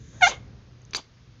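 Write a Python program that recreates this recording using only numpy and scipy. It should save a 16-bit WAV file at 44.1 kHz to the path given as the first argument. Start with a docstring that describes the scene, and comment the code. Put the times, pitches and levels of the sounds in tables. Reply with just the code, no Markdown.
"""A low room rumble with a mains hum comes first, with faint hiss; it sinks unevenly under the cat.
Close to the microphone in a small room, the cat gives one short, clear chirp, a stack of overtones
shaped by throat and mouth, with raspy air and a low, blurred echo of filtered noise. Then come tiny lip
ticks and a voiceless smack of the jaw, coloured impulses with very bright edges, a wet hiss, a brief
whistle and a soft, blurred echo."""
import sys
import numpy as np
from scipy import signal
from scipy.fft import rfft, irfft, next_fast_len
from scipy.io import wavfile
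from scipy.ndimage import map_coordinates

SR = 44100
rng = np.random.default_rng(int(sys.argv[2]) if len(sys.argv) > 2 else 0)


def dump_mix(stems):
    """Bounce the given channels to the path in sys.argv[1] as a 16-bit WAV at rate SR."""
    frames = np.atleast_2d(stems).T  # one column per channel
    limited = np.clip(frames, -1, 1)  # hard clip at full scale
    pcm = np.round(limited * 32767).astype(np.int16)
    wavfile.write(sys.argv[1], SR, pcm)


N = 61740  # samples, 1.4 s


def amp(db):
    """Decibels to gain."""
    return 10 ** (np.asarray(db) / 20)


def unit(x):
    """Scale to rms 1."""
    return x / np.sqrt(np.mean(x ** 2) + 1e-20)


def clock():
    """Time of each sample, in seconds."""
    return np.arange(N) / SR


def along(points, hz):
    """Read (f/Hz, value) points at hz, joined along a log frequency axis."""
    f, v = np.transpose(points)
    return np.interp(np.log(hz + 1), np.log(f + 1), v)


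def curve(rows, outside=None):
    """(t/s, value) points joined by straight lines."""
    return np.interp(clock(), *np.transpose(rows), left=outside, right=outside)


def wobble(rate):
    """A smooth random curve, rate knots a second."""
    knots = rng.standard_normal(4096)
    return map_coordinates(knots, [clock() * rate], mode="wrap")


def coloured(x, points):
    """Causal minimum-phase filter with the given (f/Hz, level/dB) shape."""
    m = 2 * next_fast_len(N)
    gain = amp(along(points, np.fft.rfftfreq(m, 1 / SR)))
    cepstrum = irfft(np.log(gain), m)
    # folding the cepstrum onto positive time makes the filter causal
    cepstrum[1:m // 2] *= 2
    cepstrum[m // 2 + 1:] = 0
    return irfft(rfft(x, m) * np.exp(rfft(cepstrum)), m)[:N]


def noise(points):
    """Steady coloured noise of rms 1."""
    return unit(coloured(rng.standard_normal(N), points))


def rasp(colour):
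    """Uneven, sputtering noise of rms 1: its level flickers before it is coloured."""
    flicker_db = 1 * wobble(330)
    return unit(coloured(rng.standard_normal(N) * amp(flicker_db), colour))


def decay(t, t60):
    """Gain that loses 60 dB in t60 seconds."""
    return np.exp(-np.log(1000) * np.maximum(t, 0) / t60)


def burst(s, db, rise, t60, colour):
    """Raspy noise that swells to a peak at s and dies away."""
    t = clock() - s
    swell = np.exp(-(np.minimum(t, 0) / rise) ** 2)
    return amp(db) * swell * decay(t, t60) * rasp(colour)


def snap(s, db, t60, colour, splash=0.206):
    """A sharp impulse with a brief noise splash, coloured and scaled to its peak."""
    t = (np.arange(N) - round(s * SR)) / SR
    impulse = t == 0
    spray = splash * (t > 0) * decay(t, t60) * rng.standard_normal(N)
    x = coloured(impulse + spray, colour)
    return amp(db) * x / np.abs(x).max()


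def narrow(hz, width_hz):
    """A fuzzy tone of rms 1: two quadrature carriers with independent random levels."""
    turn = 2 * np.pi * hz * clock()
    return unit(wobble(width_hz) * np.sin(turn) + wobble(width_hz) * np.cos(turn))


def rumble_and_hum(waver_db=2, drift_rad=0.95):
    """Low noise and mains-hum sines, wavering in level and phase, under one common level curve."""
    # level of rumble and hum together: t/s, level/dB
    low_level = [(0, -45), (.07, -44), (.3, -44.5), (.45, -45), (.55, -45), (.63, -51.5), (.92, -50),
                 (1.08, -56.5), (1.4, -50.5)]
    # spectrum of the rumble: f/Hz, level/dB
    low_colour = [(12, -33.5), (25, -16), (50, -5), (80, -3.5), (125, -4.5), (170, -9.5), (220, -10),
                  (330, -20.5), (480, -24.5), (700, -48), (1500, -89.5)]
    # hum tones: f/Hz, mean level/dB against the common level curve
    hum_tones = [(59, -8.5), (120, -3.5)]
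    hum = 0
    for hz, db in hum_tones:
        level = amp(db + waver_db * wobble(9.7))
        hum = hum + level * np.sin(2 * np.pi * hz * clock() + drift_rad * wobble(6))
    rumble = amp(-3.5) * noise(low_colour)
    return amp(curve(low_level)) * (rumble + hum)


def room_hiss():
    """Quiet noise in three layers: a steady floor, a changing middle and a high hiss that comes and goes."""
    # spectrum of the steady floor: f/Hz, level/dB
    floor_colour = [(200, -2.5), (600, -8), (1200, 0.5), (2500, -1.5), (5000, -2.5), (6700, -6.5),
                    (7250, -27), (9000, -22), (15000, -9.5)]
    # middle register: t/s, level/dB; then its spectrum: f/Hz, level/dB
    middle_level = [(0, -67), (.08, -81.5), (.14, -58), (.5, -61), (.75, -65.5), (1.4, -70)]
    middle_colour = [(150, -14.5), (300, 2), (500, -0.5), (800, -6.5), (1400, -9.5), (2500, -17),
                     (6000, -46)]
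    # high hiss: t/s, level/dB; then its spectrum: f/Hz, level/dB
    high_level = [(0, -64.5), (.1, -61.5), (.19, -57.5), (.3, -50), (.5, -92.5)]
    high_colour = [(900, -30), (1700, -5.5), (2700, -24), (3700, -8), (4500, -22.5), (5500, -16.5),
                   (6300, -2), (7000, -8.5), (7700, -24), (9000, -67)]
    floor = amp(-64.5) * noise(floor_colour)
    middle = amp(curve(middle_level)) * noise(middle_colour)
    high = amp(curve(high_level)) * noise(high_colour)
    return floor + middle + high


def chirp(count=10):
    """A voiced note: overtones of a gliding pitch, shaped by the throat, brighter as the mouth opens."""
    # pitch: t/s, f/Hz
    pitch_track = [(.2101, 913), (.2166, 720), (.2243, 797), (.2275, 718), (.2435, 727), (.2475, 692),
                   (.253, 691), (.266, 720), (.2698, 812), (.2767, 776), (.2801, 937)]
    # vocal effort: t/s, level/dB
    effort = [(.205, -57), (.212, -30.5), (.217, -37.5), (.2195, -23.5), (.223, -14), (.242, -14.5),
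              (.256, -24), (.272, -17.5), (.280, -18), (.285, -54)]
    # throat and mouth resonances: f/Hz, level/dB
    throat = [(700, 0), (1450, 0), (2170, 1.5), (2900, -7.5), (3550, -7.5), (4300, -16), (5050, -27.5),
              (5750, -18.5), (6350, -16.5), (7300, -23), (8200, -40)]
    # mouth opening: t/s, tilt/dB per octave above the fundamental
    opening = [(.208, -10.5), (.213, -2), (.222, -5), (.232, -0.5), (.243, 0), (.258, 2), (.265, -1.5),
               (.270, -3), (.276, -3), (.282, -23)]
    jitter, shimmer_db, flutter_rate = .002, 1.01, 300  # pitch share, overtone level, knots a second
    pitch = curve(pitch_track) * (1 + jitter * wobble(flutter_rate))
    phase = 2 * np.pi * np.cumsum(pitch) / SR
    voice = 0
    for k in range(1, count + 1):
        tilt_db = curve(opening) * np.log2(k)
        level_db = along(throat, k * pitch) + tilt_db + shimmer_db * wobble(flutter_rate)
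        voice = voice + amp(level_db) * np.sin(k * phase + rng.uniform(0, 2 * np.pi))
    return amp(curve(effort, outside=-140)) * voice


def mouth_air():
    """Raspy noise of breath through the open mouth, during and after the chirp."""
    # breath: t/s, level/dB
    breath_level = [(.208, -53), (.224, -40.5), (.25, -35.5), (.275, -28), (.295, -31), (.31, -39.5),
                    (.335, -57.5), (.37, -71)]
    # spectrum of the breath: f/Hz, level/dB
    breath_colour = [(250, -30.5), (600, -7.5), (1200, -5), (1900, -10.5), (2500, -17), (3600, 2),
                     (4200, -4), (4800, -3), (5350, -9), (6200, 1), (7100, -2), (8200, -23), (9500, -35)]
    return amp(curve(breath_level, outside=-140)) * rasp(breath_colour)


def chirp_echo():
    """A low, blurred echo of the chirp from the room: a slow swell of noise, then a decay."""
    # spectrum of the echo: f/Hz, level/dB
    echo_colour = [(120, -13.5), (300, -12.5), (520, 1.5), (1150, -4), (1800, -15.5), (3100, -6.5),
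                   (4500, -20.5), (8000, -38.5)]
    return burst(0.3168, -32, rise=0.048, t60=0.15, colour=echo_colour)


def room(x):
    """The small room's answer: a short diffuse tail that dies by band, and narrow, longer rings."""
    # spectrum of the tail: f/Hz, level/dB
    tail_colour = [(200, -1), (700, -8), (1400, -5), (2200, 1), (3200, 1), (4200, 1), (4800, -1.5),
                   (6300, 0.5), (8000, -7), (10000, -22.5)]
    # decay of the tail: f/Hz, t60/s
    tail_t60 = [(200, .3), (1000, 0.28), (3000, 0.23), (7000, .22)]
    # things in the room that ring along: f/Hz, width/Hz, t60/s, level/dB
    rings = [(744.6, 120, 0.29, -49.5), (2160, 200, 0.34, -39.5), (3650, 100, 0.3, -42)]
    hz, t, z = signal.stft(noise(tail_colour), SR, nperseg=256)
    z = z * decay(t, along(tail_t60, hz)[:, None])
    tail = signal.istft(z, SR, nperseg=256)[1][:N]
    tail = tail * (1 - np.exp(-(clock() / 0.004) ** 2))  # the tail builds up over about 4 ms
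    parts = [(tail, -22)]
    for ring_hz, width_hz, t60, db in rings:
        parts.append((narrow(ring_hz, width_hz) * decay(clock(), t60), db))
    # each part is scaled by its energy before its level is set
    response = sum(amp(db) * part / np.linalg.norm(part) for part, db in parts)
    return signal.fftconvolve(x, response)[:N]


def lip_ticks():
    """Tiny, bright impulses from the lips."""
    # ticks: t/s, peak level/dB
    ticks = [(.818, -51), (.851, -45), (0.909, -43)]
    # spectrum of a tick: f/Hz, level/dB
    tick_colour = [(500, -26), (4000, -19), (5500, -5), (6400, 6), (7100, -9), (8000, -39)]
    return sum(snap(s, db, 0.0099, tick_colour) for s, db in ticks)


def jaw_smack():
    """Tongue and jaw clicks: sharp impulses, each with a short splash coloured by the mouth."""
    # clicks: t/s, peak level/dB, splash t60/s
    clicks = [(0.9343, -24, 0.013), (0.9373, -24, 0.0064), (0.9484, -10, 0.0084), (0.9507, -17, 0.0071)]
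    # spectrum of a click: f/Hz, level/dB
    click_colour = [(120, -21.5), (400, -7), (750, -16.5), (1100, -2.5), (1600, -4), (1980, -7.5),
                    (2420, 2.5), (3100, -9), (4750, 1), (5400, -14), (6100, -3.5), (7200, -30.5),
                    (9000, -29)]
    return sum(snap(s, db, t60, click_colour) for s, db, t60 in clicks)


def treble_edges():
    """Very short, very bright clicks at the top of the band, along with the smack."""
    # edges: t/s, peak level/dB
    edges = [(.9528, -20), (.9575, -29), (.9688, -15)]
    # spectrum of an edge: f/Hz, level/dB
    edge_colour = [(2000, -24), (6500, -33), (8200, 7), (15000, -4.5)]
    return sum(snap(s, db, 0.0027, edge_colour) for s, db in edges)


def wet_hiss():
    """Raspy air past the teeth after the smack: a quick swell and a decay."""
    # spectrum of the hiss: f/Hz, level/dB
    hiss_colour = [(200, -9.5), (1100, -15.5), (1900, -14.5), (2500, -2.5), (3000, -13), (4300, 2),
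                   (4800, -13), (5600, -3.5), (6300, 2), (6800, -4), (7300, -4.5), (8200, -24),
                   (15000, -27)]
    return burst(0.96, -31, rise=0.0097, t60=0.099, colour=hiss_colour)


def tooth_whistle():
    """Air whistling past the teeth: one brief sine whose pitch wanders quickly."""
    hz = 4790 + 140 * wobble(900)
    turn = 2 * np.pi * np.cumsum(hz) / SR
    swell = np.exp(-((clock() - .9635) / .0068) ** 2)
    return amp(-25.5) * swell * np.sin(turn)


def smack_echo():
    """A soft, low, blurred echo of the smack from the room: a swell of noise, then a decay."""
    # spectrum of the echo: f/Hz, level/dB
    echo_colour = [(90, -17), (200, 6), (550, -2), (1150, 3), (1900, -14.5), (3300, 3), (4500, -13.5),
                   (8000, -34)]
    return burst(0.99, -40.5, rise=0.04, t60=0.062, colour=echo_colour)


def scene():
    """The cat close by, the room's answer to it, and the background, in one channel."""
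    background = rumble_and_hum() + room_hiss()
    call = chirp() + mouth_air() + chirp_echo()
    smack = jaw_smack() + treble_edges() + wet_hiss() + tooth_whistle() + smack_echo()
    cat = call + lip_ticks() + smack
    return (cat + room(cat) + background)[None]


def record(dry):
    """The microphone drops steeply in the high treble and keeps nothing above its band limit."""
    # microphone response: f/Hz, level/dB
    mic_response = [(6900, 1), (7500, -6.5), (8200, -13.5), (15000, -27)]
    top_hz = 15800
    m = 2 * next_fast_len(N)
    hz = np.fft.rfftfreq(m, 1 / SR)
    gain = amp(along(mic_response, hz)) * (hz < top_hz)
    return irfft(rfft(dry, m) * gain, m)[:, :N]


dry = scene()
out = record(dry)
dump_mix(out)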